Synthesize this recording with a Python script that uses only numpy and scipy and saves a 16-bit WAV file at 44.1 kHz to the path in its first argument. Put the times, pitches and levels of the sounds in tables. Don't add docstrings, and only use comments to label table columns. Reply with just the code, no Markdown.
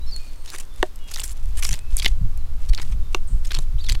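import sys
import numpy as np
from scipy import signal
from scipy.fft import rfft, irfft
from scipy.io import wavfile
from scipy.ndimage import uniform_filter1d

SR = 44100
rng = np.random.default_rng(int(sys.argv[2]) if len(sys.argv) > 2 else 0)


def transcribe(signal):
    frames = np.atleast_2d(signal).T
    limited = np.clip(frames, -1, 1)
    pcm = np.round(limited * 32767).astype(np.int16)
    wavfile.write(sys.argv[1], SR, pcm)


N = 176400
CUTOFF_HZ = 16100


def amp(db):
    return 10 ** (np.asarray(db) / 20)


def unit_rms(x):
    return x / np.sqrt(np.mean(x ** 2) + 1e-20)


def match_energy(burst, length_s):
    return burst * np.sqrt(length_s * SR / (np.sum(burst ** 2) + 1e-20))


def eq_db(curve, hz):
    points_hz, gain_db = np.transpose(curve)
    return np.interp(np.log(hz + 1), np.log(points_hz + 1), gain_db)


def add(mix, start_s, sound):
    part = mix[max(round(start_s * SR), 0):][:len(sound)]
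    part += sound[:len(part)]


def noise(curve):
    gain = amp(eq_db(curve, np.fft.rfftfreq(N, 1 / SR)))
    return unit_rms(irfft(rfft(rng.standard_normal(N)) * gain, N))


def wobble(count, smooth_s):
    return unit_rms(uniform_filter1d(rng.standard_normal(SR), size=int(smooth_s * SR)))[:count]


def clicks(count, per_s, spread_db):
    size = amp(spread_db * np.minimum(rng.exponential(1, count), 4))
    return rng.choice([-1., 1.], count) * size * (rng.random(count) < per_s / SR)


def echo(x, t60_s):
    t = np.arange(SR) / SR
    tail = clicks(SR, per_s=2000, spread_db=1) * amp(-60 * t / t60_s) * (1 - np.exp(-20 * t / t60_s))
    return signal.fftconvolve(x, tail / np.linalg.norm(tail))[:N]


def turbulence(curve, window):
    x = noise(curve)
    power = uniform_filter1d(uniform_filter1d(x ** 2, size=window), size=window)
    return x / np.sqrt(power + 1e-6)


# (time [s], level [dB])
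GUSTS = [(0, -29.5), (.12, -28), (.25, -36), (1.0, -35.5), (1.35, -33), (1.5, -23.5), (1.82, -29.5),
         (2.1, -23.5), (2.45, -26.5), (4, -25.5)]
# (frequency [Hz], gain [dB])
RUMBLE_EQ = [(1, 4.5), (4, -3.5), (9, 11), (19, 4.5), (28, -9), (55, -10), (85, -24), (130, -51.5),
             (300, -77.5)]
# (frequency [Hz], gain [dB])
FLUTTER_EQ = [(30, -35), (70, -1.5), (105, 0), (150, -11), (220, -20), (330, -39.5), (700, -80)]
# (time [s], flutter width [s], push [dB], flutter [dB])
EDDY_THUMPS = [(0.808, 0.022, -16, -55), (1.502, 0.025, -19.5, -51), (1.72, 0.02, -11, -31.5),
               (1.943, 0.02, -9, -46), (2.117, 0.015, -7, -63), (2.236, 0.038, -12, -24.5),
               (2.711, 0.022, -5, -36), (2.928, 0.092, -10.5, -39.5), (3.339, 0.033, -10.5, -31.5),
               (3.587, 0.017, -31, -31), (3.748, 0.014, -11.5, -28.5), (3.922, 0.029, -7, -29.5)]


def wind(push_s=0.0082):
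    t = np.arange(N) / SR
    gust_db = np.interp(t, *np.transpose(GUSTS))
    rumble = turbulence(RUMBLE_EQ, window=6000) * amp(gust_db + 10)
    flutter_gain = amp(0.87 * gust_db - 23)
    for time, width, push_db, flutter_db in EDDY_THUMPS:
        u = (t - time) / push_s
        rumble -= amp(push_db) * (1 - u ** 2) * np.exp(-u ** 2 / 2)
        flutter_gain += amp(flutter_db) * np.exp(-((t - time) / width) ** 2)
    return rumble + flutter_gain * turbulence(FLUTTER_EQ, window=2000)


# (frequency [Hz], gain [dB])
AIR_EQ = [(60, 7.5), (300, 6.5), (750, 0), (1150, 1.5), (1700, -4.5), (2600, -5.5), (4400, -6.5),
          (6000, -8.5), (10000, -12.5), (14400, -12), (16000, -24)]


def forest_air(level_db=-52.5):
    return amp(level_db) * noise(AIR_EQ)


def bird_tone(hz, waver_hz):
    pitch = hz + waver_hz * wobble(len(hz), smooth_s=0.0039)
    return np.sqrt(2) * np.sin(2 * np.pi * np.cumsum(pitch) / SR)


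# (start [s], length [s], first pitch [Hz], last pitch [Hz], level [dB])
FAR_CALLS = [(0.01, 0.045, 3780, 4000, -54), (.066, 0.043, 4300, 4090, -51), (.18, 0.084, 2455, 2390, -57),
             (.345, 0.16, 8340, 8640, -65), (.69, 0.11, 3490, 3484, -61.5),
             (0.975, 0.15, 2950, 2620, -58.5), (1.008, 0.1, 3280, 3210, -57.5),
             (1.76, 0.136, 2426, 2622, -61), (2.385, 0.043, 4270, 3850, -63),
             (3.015, 0.046, 3610, 3544, -63), (3.272, 0.02, 9640, 6800, -47.5)]


def far_birds():
    calls = np.zeros(N)
    for start, length, first_hz, last_hz, level_db in FAR_CALLS:
        progress = np.arange(0, length, 1 / SR) / length
        arch = abs(np.sin(np.pi * progress))
        glide = (first_hz + (last_hz - first_hz) * progress) * (1 + 0.02 * arch)
        add(calls, start, amp(level_db) * bird_tone(glide, 0.099 * np.ptp(glide)) * np.sqrt(arch))
    return amp(1.5) * calls + echo(calls, t60_s=0.35)


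# (time [s], pitch [Hz], level [dB])
CLEAR_CALLS = [
    [(0.056, 5480, -68), (.08, 5300, -42), (0.106, 5200, -60), (.122, 4640, -36.5), (0.144, 4336, -36.5),
     (0.167, 4310, -34.5), (.18, 4470, -61)],
    [(3.782, 2900, -46), (3.792, 4100, -47), (3.805, 3550, -43), (3.813, 4750, -41), (3.828, 4250, -53),
     (3.857, 4300, -42), (3.872, 3500, -39.5), (3.889, 3330, -40)],
]


def clear_birds():
    calls = np.zeros(N)
    for call in CLEAR_CALLS:
        times, hz, level_db = np.transpose(call)
        t = np.arange(times[0], times[-1], 1 / SR)
        whistle = bird_tone(np.interp(t, times, hz), waver_hz=25.4)
        add(calls, times[0], whistle * amp(np.interp(t, times, level_db)))
    scattered = amp(-2) * calls + amp(-7) * echo(calls, t60_s=0.079)
    return scattered + amp(-12.5) * echo(scattered, t60_s=0.8)


# (start [s], length [s], level [dB])
FEATHER_MOVES = [(0.062, 0.28, -55), (0.443, 0.2, -51), (0.763, 0.12, -53.5), (1.075, 0.25, -46.5),
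                 (1.348, 0.23, -57.5), (1.561, 0.23, -48), (1.901, 0.11, -50), (1.998, 0.14, -52.5),
                 (2.605, 0.086, -54), (2.732, 0.21, -53), (3.119, 0.059, -52), (3.442, 0.2, -51),
                 (3.782, .18, -54.5)]
# (frequency [Hz], gain [dB])
FEATHER_EQ = [(200, -27), (600, 5.5), (1400, 0.5), (2500, 7), (5000, 3.5), (8300, 3.5), (12000, -4.5),
              (16000, -11)]


def feathers(bands=5, fade_s=0.022):
    t, hz = np.arange(N) / SR, np.fft.rfftfreq(N, 1 / SR)
    motion = sum(amp(db) * np.clip(np.minimum(t - start, start + length - t) / fade_s + .5, 0, 1)
                 for start, length, db in FEATHER_MOVES)
    band_position = np.sqrt(hz / CUTOFF_HZ) * (bands - 1)
    barbs = 0
    for band in range(bands):
        band_gain = np.cos(np.pi / 2 * np.clip(band_position - band, -1, 1))
        barbs += rfft(clicks(N, per_s=2500, spread_db=7)) * band_gain
    return motion * unit_rms(irfft(barbs * amp(eq_db(FEATHER_EQ, hz)), N))


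def bark_crumbs(count=36, start_s=0.11, span_s=1.6, centre_hz=8330):
    ticks = np.zeros(N)
    for when, size, pitch in rng.random((count, 3)):
        level_db = -53 - 3.5 * np.log(size)
        ring_hz = centre_hz * 2 ** (pitch - .5)
        add(ticks, start_s + when * span_s, snap(level_db, ring_hz, body_db=-6, edge_db=4.4))
    return ticks


# (frequency [Hz], gain [dB])
BARK_EQ = [(150, -9.5), (330, 0), (520, -7), (1000, -2.5), (2100, 3), (2800, 4.5), (4000, 4.5), (7200, 0),
           (9000, -3), (11500, -6), (13500, -15), (16000, -21)]


def bark(x, body_db, edge_db):
    hz = np.fft.rfftfreq(512, 1 / SR)
    resonance_db = 3.5 * unit_rms(uniform_filter1d(rng.standard_normal(len(hz)), size=7))
    tilt_db = eq_db([(1780, body_db + 2.5), (4430, 0), (7500, edge_db + 2)], hz)
    log_gain = np.log(amp(eq_db(BARK_EQ, hz) + tilt_db + resonance_db))
    response = np.exp(np.conj(signal.hilbert(np.r_[log_gain, log_gain[-2:0:-1]])))
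    return np.convolve(x, np.fft.ifft(response).real)


def snap(level_db, ring_hz, body_db, edge_db, ring_cycles=30, energy_s=0.0019):
    t = np.arange(700) / SR
    burst = rng.standard_normal(len(t)) * np.exp(-t / 0.00067)
    crack = match_energy(bark(burst, body_db, edge_db)[:len(t)], energy_s)
    ring = np.cos(2 * np.pi * ring_hz * t) * amp(-60 * t * ring_hz / ring_cycles)
    return amp(level_db) * (amp(-1.5) * crack + amp(-2) * match_energy(ring, energy_s))


# (start [s], length [s], level [dB], body [dB], edge [dB])
DRAGS = [(0.457, 0.0046, -38.5, -7, -3), (0.476, 0.033, -42.5, -7, -6), (0.518, 0.036, -40, 12, 12),
         (0.544, 0.018, -38, 13, 8), (0.585, 0.0029, -32, 1, 5), (0.598, 0.015, -37, 1.5, 9.5),
         (1.11, 0.012, -35.5, 1.5, 7), (1.138, 0.01, -29.5, -30, -4), (1.162, 0.005, -34.5, 20, 5),
         (1.18, 0.0097, -34.5, 10, 11), (1.214, 0.0057, -33, -4, -8), (1.235, 0.01, -26.5, -1, 11.5),
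         (1.248, 0.015, -34.5, -16, 17), (1.27, 0.046, -45, -6, 19), (1.312, 0.02, -43, -3, 19),
         (1.572, 0.028, -34, 0, 8), (1.623, 0.018, -27.5, -0.5, 5), (1.642, 0.01, -29, -1, 6),
         (1.658, 0.026, -33, -7, 8), (1.688, 0.0065, -28.5, -8, -6), (1.713, 0.0068, -30.5, -8, 2),
         (1.726, 0.023, -34, 1, -2), (1.971, 0.028, -35, -11, 1), (1.997, 0.0058, -27, -19, -20),
         (2.027, 0.015, -34, -7, 0), (2.0463, 0.0048, -21.5, -5.5, -12), (2.061, 0.0061, -26, 1, -17),
         (2.076, 0.0095, -29.5, -5.5, -3.5), (2.688, 0.012, -37, -7, 2.5), (2.732, 0.0061, -31, -4.5, -10),
         (2.781, 0.01, -33.5, 7.5, -12), (2.797, 0.007, -32.5, 4, -13), (2.8155, 0.0052, -32.5, -7.5, -3),
         (2.824, 0.0068, -37, 1, 2), (2.922, 0.0095, -43.5, 10, -1), (3.448, 0.011, -37.5, -10, -3.5),
         (3.469, 0.009, -39, -2, 6), (3.506, 0.0056, -32.5, 1, -19), (3.5156, 0.0041, -26.5, 2, -6),
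         (3.533, 0.0066, -37, -2, -6), (3.543, 0.01, -30.5, -1.5, -9), (3.557, 0.018, -35, -6, -16),
         (3.586, 0.008, -45, 18, -2), (3.84, 0.0074, -36, -15, -7), (3.864, 0.0044, -36, -15, -14),
         (3.89, 0.018, -30, -2.5, -6), (3.908, 0.013, -34.5, -5, -12), (3.922, 0.0079, -31.5, -7, -2),
         (3.947, 0.0073, -31.5, 0, -8)]


def scrapes(release_s=0.00072, swell_db=2.5, grip_db=3):
    track = np.zeros(N)
    for start, length, level_db, body_db, edge_db in DRAGS:
        t = np.arange(0, length + 6 * release_s, 1 / SR)
        grip = wobble(len(t), smooth_s=0.0017)
        swell = np.sin(np.pi * np.minimum(t / length, 1))
        release = np.exp(-np.maximum(t - length, 0) / release_s)
        pressure = amp(swell_db * swell + grip_db * grip) * release
        slips = clicks(SR, per_s=3500, spread_db=2.5)[:len(t)]
        scrape = bark(slips * pressure, body_db, edge_db)
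        add(track, start, amp(level_db - 1) * match_energy(scrape, length))
    return track


# (time [s], level [dB], ring [Hz], body [dB], edge [dB])
CLAW_CATCHES = [(0.502, -33.5, 4680, -3, 20), (0.5408, -33, 1120, 9, -4), (0.5474, -32.5, 1730, 8, 0),
                (0.562, -34.5, 3790, -6, 2), (0.5841, -35, 9200, -10, 1), (0.602, -33.5, 7900, -10, 13),
                (1.16, -26, 5970, -41, -16), (1.1735, -32.5, 3700, -17, 5), (1.196, -26, 3470, -23, -6),
                (1.1982, -27.5, 2950, -1, -1), (1.202, -26, 8700, -1, 5), (1.207, -34, 8300, -14, 9),
                (1.279, -34.5, 8560, -12, 6), (1.6287, -23, 2330, 5, -10), (1.6466, -24, 5300, -10, 26),
                (1.651, -20, 5000, -6, 1), (1.6546, -26, 2200, -5, -10), (1.6915, -23, 5950, -18, 10),
                (1.7097, -27.5, 6060, -4, 2), (1.7254, -26.5, 6100, -19, 7), (1.7297, -22.5, 5900, -30, -2),
                (1.74, -27, 3680, -16, 14), (1.7558, -37, 5200, -10, 0), (1.7912, -36, 8130, -13, -3),
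                (1.9687, -18, 9700, 2, 26.5), (1.9819, -29, 8000, -12, 6), (1.9882, -26, 11100, -6, 10),
                (1.998, -23, 3320, -14, -8), (2.0215, -28, 3260, -12, -18), (2.0248, -25, 2260, -26, -12),
                (2.047, -20.5, 2130, -12, -8), (2.0563, -21, 3330, -16, -10), (2.059, -15.5, 3640, -16, -8),
                (2.0615, -9, 2084, -14, -23), (2.3755, -41, 10500, 4, 8), (2.7485, -25.5, 3660, -45, -10),
                (2.7774, -28, 4260, -3, -20), (3.51, -27.5, 3840, -7, -19), (3.519, -29, 2520, -6, 0),
                (3.522, -31, 4570, -6, -11), (3.5449, -29.5, 5100, -15, -10),
                (3.5491, -19.5, 4270, -11, -10), (3.5884, -26, 3940, 9, 11), (3.8874, -27.5, 2130, -12, -7),
                (3.8922, -24, 2040, -31, -2), (3.8972, -19, 4040, -22, -11), (3.9221, -24.5, 4600, -2, 1)]


def claw_snaps():
    track = np.zeros(N)
    for time, *flake in CLAW_CATCHES:
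        add(track, time, snap(*flake))
    return track


# (frequency [Hz], t60 [s], level at hollow spot [dB], level at hard spot [dB])
TRUNK_MODES = [(364, 0.041, -15, -17), (544, 0.015, -14.5, -21), (622, 0.068, -21.5, -41),
               (729, 0.052, -22.5, -28.5), (910, 0.019, -16, -17.5), (1147, 0.015, -18.5, -10),
               (1480, 0.016, -20.5, -20), (1824, 0.013, -13, -31), (2246, 0.011, -29, -11.5),
               (2764, 0.011, -21.5, -2), (3670, 0.0087, -25, -9), (4570, 0.0067, -54, -11),
               (6000, 0.0081, -31.5, -14)]
# (time [s], level [dB], attack [s], crack [dB], spot [0 hollow to 1 hard])
BLOWS = [(0.828, 5.5, 0.000041, -29, 0.071), (3.1464, -0.5, 0.00088, -15.5, 0.94),
         (3.586, -16.5, 0.0013, -19, 0.11)]


def knocks(crack_decay_s=0.00073, low_cut_hz=240):
    track = np.zeros(N)
    t = np.arange(6000) / SR
    low_cut = signal.butter(4, low_cut_hz, "high", fs=SR, output="sos")
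    for time, level_db, attack_s, crack_db, spot in BLOWS:
        ring = 0
        for k, (hz, t60, hollow_db, hard_db) in enumerate(TRUNK_MODES):
            mode_db = hollow_db + (hard_db - hollow_db) * spot
            ring += (-1) ** k * amp(mode_db - 60 * t / t60) * np.sin(2 * np.pi * hz * t)
        burst = rng.standard_normal(len(t)) * np.exp(-t / crack_decay_s)
        crack = match_energy(bark(burst, body_db=-7, edge_db=-3.5)[:len(t)], length_s=0.0019)
        blow = amp(level_db) * (1 - np.exp(-t / attack_s)) * (ring + amp(crack_db) * crack)
        add(track, time, signal.sosfilt(low_cut, blow))
    return track


def scene():
    forest = wind() + forest_air() + far_birds() + clear_birds()
    woodpecker = feathers() + bark_crumbs() + scrapes() + claw_snaps() + knocks()
    return (forest + woodpecker + amp(-25.5) * echo(woodpecker, t60_s=0.11))[None]


def record(dry, ceiling=0.72):
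    rounded = dry / (1 + (dry / ceiling) ** 8) ** (1 / 8)
    low_pass = signal.firwin(401, CUTOFF_HZ, window=("kaiser", 8), fs=SR)
    return signal.oaconvolve(rounded, low_pass[None], "same")


dry = scene()
out = record(dry)
transcribe(out)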